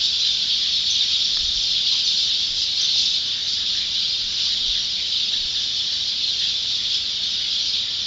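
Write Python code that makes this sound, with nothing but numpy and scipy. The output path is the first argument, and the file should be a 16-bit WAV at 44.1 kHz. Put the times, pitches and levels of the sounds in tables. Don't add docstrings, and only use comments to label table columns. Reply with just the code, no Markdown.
import sys
import numpy as np
from scipy import signal
from scipy.fft import rfft, irfft, next_fast_len
from scipy.io import wavfile
from scipy.ndimage import map_coordinates

SR = 44100
rng = np.random.default_rng(int(sys.argv[2]) if len(sys.argv) > 2 else 0)


def waveform_to_disk(signal):
    frames = np.transpose(np.atleast_2d(signal))
    scaled = np.clip(frames, -1, 1) * 32767
    samples = np.round(scaled).astype(np.int16)
    wavfile.write(sys.argv[1], SR, samples)


N = 355446
T = np.arange(N) / SR


def amp(db):
    return 10 ** (np.asarray(db) / 20)


def unit(x):
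    return x / np.sqrt(np.mean(x ** 2) + 1e-20)


def curves(rows):
    times, *columns = np.transpose(rows)
    return [np.interp(T, times, column) for column in columns]


def wobble(rate):
    points = rng.standard_normal(int(N * rate / SR) + 4)
    return map_coordinates(points, [T * rate])


def filtered(x, response):
    size = next_fast_len(N + 8192)
    spectrum = rfft(x, size) * response(np.fft.rfftfreq(size, 1 / SR))
    return irfft(spectrum, size)[:N]


def coloured(x, points):
    f, db = np.transpose(points)
    f = np.r_[f[0] / 2, f, f[-1] * 2]
    db = np.r_[-90, db, -90]
    return unit(filtered(x, lambda hz: amp(np.interp(np.log(hz + 1), np.log(f), db))))


def add(track, s, sound):
    part = track[round(s * SR):][:len(sound)]
    part += sound[:len(part)]


def note(hz, length, arch, slide, trill, trill_hz):
    t = np.arange(int(length * SR)) / SR
    u = 2 * t / length - 1
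    flutter = trill * np.sin(2 * np.pi * trill_hz * t)
    pitch = hz * np.exp(slide * u - arch * u * u + flutter)
    return (1 - u * u) * np.sin(2 * np.pi * np.cumsum(pitch) / SR)


def street(x, wet_db, t60):
    size = SR // 5
    t = T[:SR * 2 // 3]
    decay = amp(-60 * t / t60) * (1 - np.exp(-t / 0.019))
    padded = np.pad(x, (0, size))
    pieces = np.lib.stride_tricks.sliding_window_view(padded, size)[::size // 2]
    tails = rng.standard_normal((len(pieces), len(t))) * decay / np.linalg.norm(decay)
    answers = signal.fftconvolve(pieces * signal.windows.cosine(size), tails, axes=1)
    echo = np.zeros(len(x))
    for k, answer in enumerate(answers):
        add(echo, k * (size // 2) / SR, answer)
    return x + amp(wet_db) * echo


def flock(low_hz, high_hz, length, sweep, fall, trill, spread_db, wet_db, count):
    lead = SR // 2
    voices = np.zeros(N + lead)
    turns = (np.arange(count) + rng.random(count)) / count * len(voices) / SR
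    tenths = np.argsort(rng.random((count // 10 + 1, 10))).ravel()[:count]
    pitches = low_hz + (high_hz - low_hz) * (tenths + rng.random(count)) / 10
    shapes = rng.uniform(-0.995, 1, (count, 5))
    for s, hz, (size, bend, lean, flutter, near) in zip(turns, pitches, shapes):
        chirp = note(hz, length * 2 ** size, arch=sweep * bend, slide=sweep * lean - fall,
                     trill=trill * (1 + flutter), trill_hz=150 * 2 ** bend)
        add(voices, s, amp(spread_db * near) * chirp)
    return unit(street(voices, wet_db, t60=0.99)[lead:])


FLURRY_ATTACK_S, FLURRY_T60_S = 0.034, .3


def flurry(s, length):
    age = T - s
    fade_db = -60 * np.clip(age - length, 0, 2) / FLURRY_T60_S
    return np.clip(age / FLURRY_ATTACK_S, 0, 1) * amp(fade_db)


# (frequency [Hz], relative gain [dB])
CHEEP_TONE = [(1700, -40), (2200, -26), (2650, -16), (2950, -8), (3200, -3.5), (3600, 1), (4000, -3),
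              (4400, -7), (4900, -13), (6000, -44)]
CHIP_TONE = [(3400, -16), (4000, -3.5), (4500, -0.5), (5000, -2), (5600, -6), (6100, -13), (6400, -17),
             (7000, -20.5), (7400, -24.5)]
# (time [s], level before wavering [dB])
DIN_LEVELS = [(0, -23.5), (2.4, -25), (3.4, -26.5), (5.5, -25.5), (7.2, -26), (8.06, -27)]
# (time [s], time until the calls start to fade [s], cheeping level [dB], chipping level [dB])
GROUP_CALLS = [(0, 0.059, -30, -25), (0.177, .04, -41, -25), (0.233, .045, -24.5, -34),
               (0.48, .05, -23.5, -44), (.7, 0.05, -30, -32), (0.857, .18, -24.5, -31),
               (1.083, .18, -28, -29.5), (1.284, 0.18, -29, -31), (1.532, 0.19, -29, -29),
               (1.714, 0.073, -23.5, -44), (1.84, .16, -23, -28.5), (2.038, 0.097, -25, -26.5),
               (2.14, 0.11, -29, -26), (2.258, 0.078, -23.5, -35.5), (2.369, 0.072, -25, -31),
               (2.547, 0.095, -38, -25.5), (2.756, 0.22, -23.5, -27.5), (2.946, 0.091, -25.5, -23),
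               (3.023, 0.14, -27, -26.5), (3.234, 0.099, -26.5, -43), (3.452, 0.1, -47, -27.5),
               (3.637, .137, -26.5, -31), (3.92, .16, -26, -39), (4.36, 0.17, -25, -28),
               (4.637, 0.16, -26.5, -33), (5.12, 0.12, -26, -43), (5.314, 0.053, -27, -34),
               (5.547, 0.08, -29.5, -33), (5.714, 0.084, -37, -31.5), (6.19, 0.029, -26, -31),
               (6.384, .11, -24, -31.5), (6.645, 0.14, -29.5, -33), (6.888, 0.081, -25, -27.5),
               (7.49, .14, -26, -33.5), (7.635, 0.071, -30, -28.5), (7.718, 0.05, -23, -34)]
CHIP_DB, DIN_WAVER_DB = -3.5, 0.62


def roost():
    din_db, = curves(DIN_LEVELS)
    cheep_power = amp(din_db + DIN_WAVER_DB * wobble(9)) ** 2
    chip_power = amp(din_db + CHIP_DB + DIN_WAVER_DB * wobble(10)) ** 2
    for s, length, cheep_db, chip_db in GROUP_CALLS:
        swell = flurry(s, length)
        cheep_power += (amp(cheep_db) * swell) ** 2
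        chip_power += (amp(chip_db) * swell) ** 2
    cheeps = flock(2000, 5400, length=.024, sweep=0.1595, fall=0.0404, trill=0.02,
                   spread_db=3.0, wet_db=-1.5, count=5200)
    chips = flock(3500, 7900, length=.022, sweep=.12, fall=0.024, trill=0.011,
                  spread_db=2.5, wet_db=1, count=4400)
    nearest = flock(3400, 6000, length=.036, sweep=0.0594, fall=0.0354, trill=0.014,
                    spread_db=3.0, wet_db=-5.0, count=480)
    cheeps = coloured(cheeps + amp(-10.5) * nearest, CHEEP_TONE)
    chips = coloured(chips + amp(-8.0) * nearest, CHIP_TONE)
    return np.sqrt(cheep_power) * cheeps + np.sqrt(chip_power) * chips


# (time [s], middle pitch [Hz], length [s], peak level before unsteadiness and echo [dB])
NEAR_WHISTLES = [(0.747, 5350, 0.033, -26), (0.894, 6100, 0.038, -24), (1.002, 3620, 0.037, -19),
                 (1.128, 3850, 0.017, -19.5), (1.24, 5450, 0.022, -22), (1.323, 5220, .07, -31),
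                 (1.59, 6050, 0.056, -33), (1.745, 3380, .035, -20), (1.894, 5980, 0.12, -35),
                 (2.04, 5970, 0.021, -23), (2.085, 3600, 0.014, -22.5), (2.604, 5050, 0.041, -26.5),
                 (2.758, 4280, 0.028, -20), (2.805, 6100, 0.024, -22), (3.428, 6170, 0.049, -37),
                 (3.516, 4960, 0.045, -29), (4.086, 4800, 0.042, -25.5), (4.3, 5800, .05, -35),
                 (4.78, 5650, 0.08, -33), (4.9, 5650, .06, -34), (5.163, 5120, 0.02, -26),
                 (5.76, 5300, .05, -30), (6.229, 4230, 0.03, -22), (6.364, 6200, .045, -41),
                 (7.233, 6280, .05, -39), (7.605, 5850, 0.044, -31.5), (7.675, 5020, 0.036, -25.5)]


def whistlers():
    notes = np.zeros(N)
    for s, hz, length, db in NEAR_WHISTLES:
        whistle = note(hz, length, arch=0.024, slide=0.0095, trill=0.016, trill_hz=129)
        add(notes, s, amp(db) * whistle)
    unsteady = unit(1 + .45 * wobble(250))
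    return street(notes * unsteady, wet_db=-3.5, t60=0.2)


# (frequency [Hz], relative gain [dB])
CHATTER_TONE = [(800, -26), (1200, -6), (1600, -0.5), (2000, -3.5), (2400, 5), (3000, -9.5)]
# (time [s], middle pitch [Hz], peak level before rasp and echo [dB])
SINGLE_SQUAWKS = [(0.201, 1780, -46.5), (.44, 1930, -48.5), (0.599, 2020, -43.5), (0.991, 2320, -42),
                  (1.91, 1103, -48.5), (2.25, 1900, -46.5), (2.78, 1806, -45.5), (3.34, 1825, -46),
                  (3.56, 1710, -47), (3.735, 1890, -41.5), (3.78, 2310, -38), (4.48, 2050, -40.5),
                  (4.73, 1855, -43.5), (4.96, 2440, -37), (5.301, 1780, -45.5), (5.53, 1784, -43.5),
                  (5.87, 1910, -45), (6.389, 1880, -41.5), (6.77, 2080, -43.5), (7.39, 2220, -43),
                  (7.82, 2120, -41.5)]
CHATTER_DB, CHATTER_WAVER_DB = -50, 1.5


def squawkers():
    far = flock(900, 3000, length=.055, sweep=0.1404, fall=.03, trill=0.073,
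                spread_db=5, wet_db=0.0, count=1200)
    chatter = amp(CHATTER_DB + CHATTER_WAVER_DB * wobble(6)) * coloured(far, CHATTER_TONE)
    rasp = unit(1 + 1.4 * wobble(700))
    calls = np.zeros(N)
    for s, hz, db in SINGLE_SQUAWKS:
        squawk = note(hz, 0.079, arch=.07, slide=rng.normal(0, .04),
                      trill=0.07, trill_hz=rng.uniform(72, 130))
        add(calls, s, amp(db) * squawk)
    return chatter + street(calls * rasp, wet_db=-4.0, t60=0.31)


# (frequency [Hz], relative level per Hz [dB])
RUMBLE_TONE = [(15, 0.5), (28, 1.5), (50, -3), (90, -15.5)]
# (time [s], pitch [Hz], peak level of the swell [dB])
HAND_BUMPS = [(1.432, 59.6, -33), (1.477, 45, -38), (1.557, 39.3, -31.5), (1.77, 35, -50),
              (2.5, 25.6, -42.5), (4.23, 26.3, -41), (4.683, 42.5, -31.5), (5.38, 25.9, -41),
              (5.44, 48, -39.5), (6.84, 27.6, -50)]
# (time [s], peak level [dB], pitch ratio to the case's tones [1])
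CASE_TICKS = [(1.3717, -20, 1), (2.959, -32.5, .47), (4.471, -35, 0.6), (6.652, -36, 0.59)]
# (frequency [Hz], relative level [dB], time to fall by 60 dB [s])
CASE_TONES = [(1090, -12, .014), (1340, 0, 0.0091), (1700, -1, 0.014), (2250, -12, .005)]
GRIP_DB, GRIP_WAVER_DB = -63.5, 2.5
SLIP_DB, SLIP_FADE_DB_PER_S = -17, 76


def handling():
    grip = amp(GRIP_DB + GRIP_WAVER_DB * wobble(3.7))
    for s, _, db in HAND_BUMPS:
        grip += amp(db + SLIP_DB - SLIP_FADE_DB_PER_S * np.abs(T - s))
    out = grip * coloured(rng.standard_normal(N), RUMBLE_TONE)
    t = T[:SR // 4]
    for s, hz, db in HAND_BUMPS:
        u = t * hz / 0.54
        swell = u * np.exp(1 - u)
        add(out, s, amp(db) * swell * np.sin(2 * np.pi * hz * t))
    for s, db, ratio in CASE_TICKS:
        ring = sum(amp(level - 60 * t * ratio / t60) * np.cos(2 * np.pi * hz * ratio * t)
                   for hz, level, t60 in CASE_TONES)
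        add(out, s, amp(db) * ring / np.abs(ring).max())
    return out


# (frequency [Hz], relative level per Hz [dB])
TRAFFIC_TONE = [(20, -14), (45, -3.5), (80, -1), (105, -4), (145, -6), (210, -1.5), (280, -8), (450, -10),
                (750, -13.5), (1200, -14), (2500, -9), (7000, -23.5)]
# (frequency [Hz], rms level before wavering [dB])
MACHINE_HUM = [(64.6, -60), (87, -59.5), (120, -58.5), (178, -64.5), (537, -72.5), (623, -70.5)]


def town():
    hum = np.zeros(N)
    for hz, db in MACHINE_HUM:
        level = amp(db + 0.6 * wobble(2.4)) * np.sqrt(2)
        hum += level * np.sin(2 * np.pi * hz * T + 1.1 * wobble(3))
    traffic = amp(-45.5) * coloured(rng.standard_normal(N), TRAFFIC_TONE)
    return hum + traffic


def scene():
    mono = roost() + whistlers() + squawkers() + handling() + town()
    return np.tile(mono, (2, 1))


TOP_HZ = 7560


def record(dry):
    def cutoff(hz):
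        return np.clip((TOP_HZ - hz) / 200 + .5, 0, 1)
    return np.array([filtered(x, cutoff) for x in dry])


dry = scene()
out = record(dry)
waveform_to_disk(out)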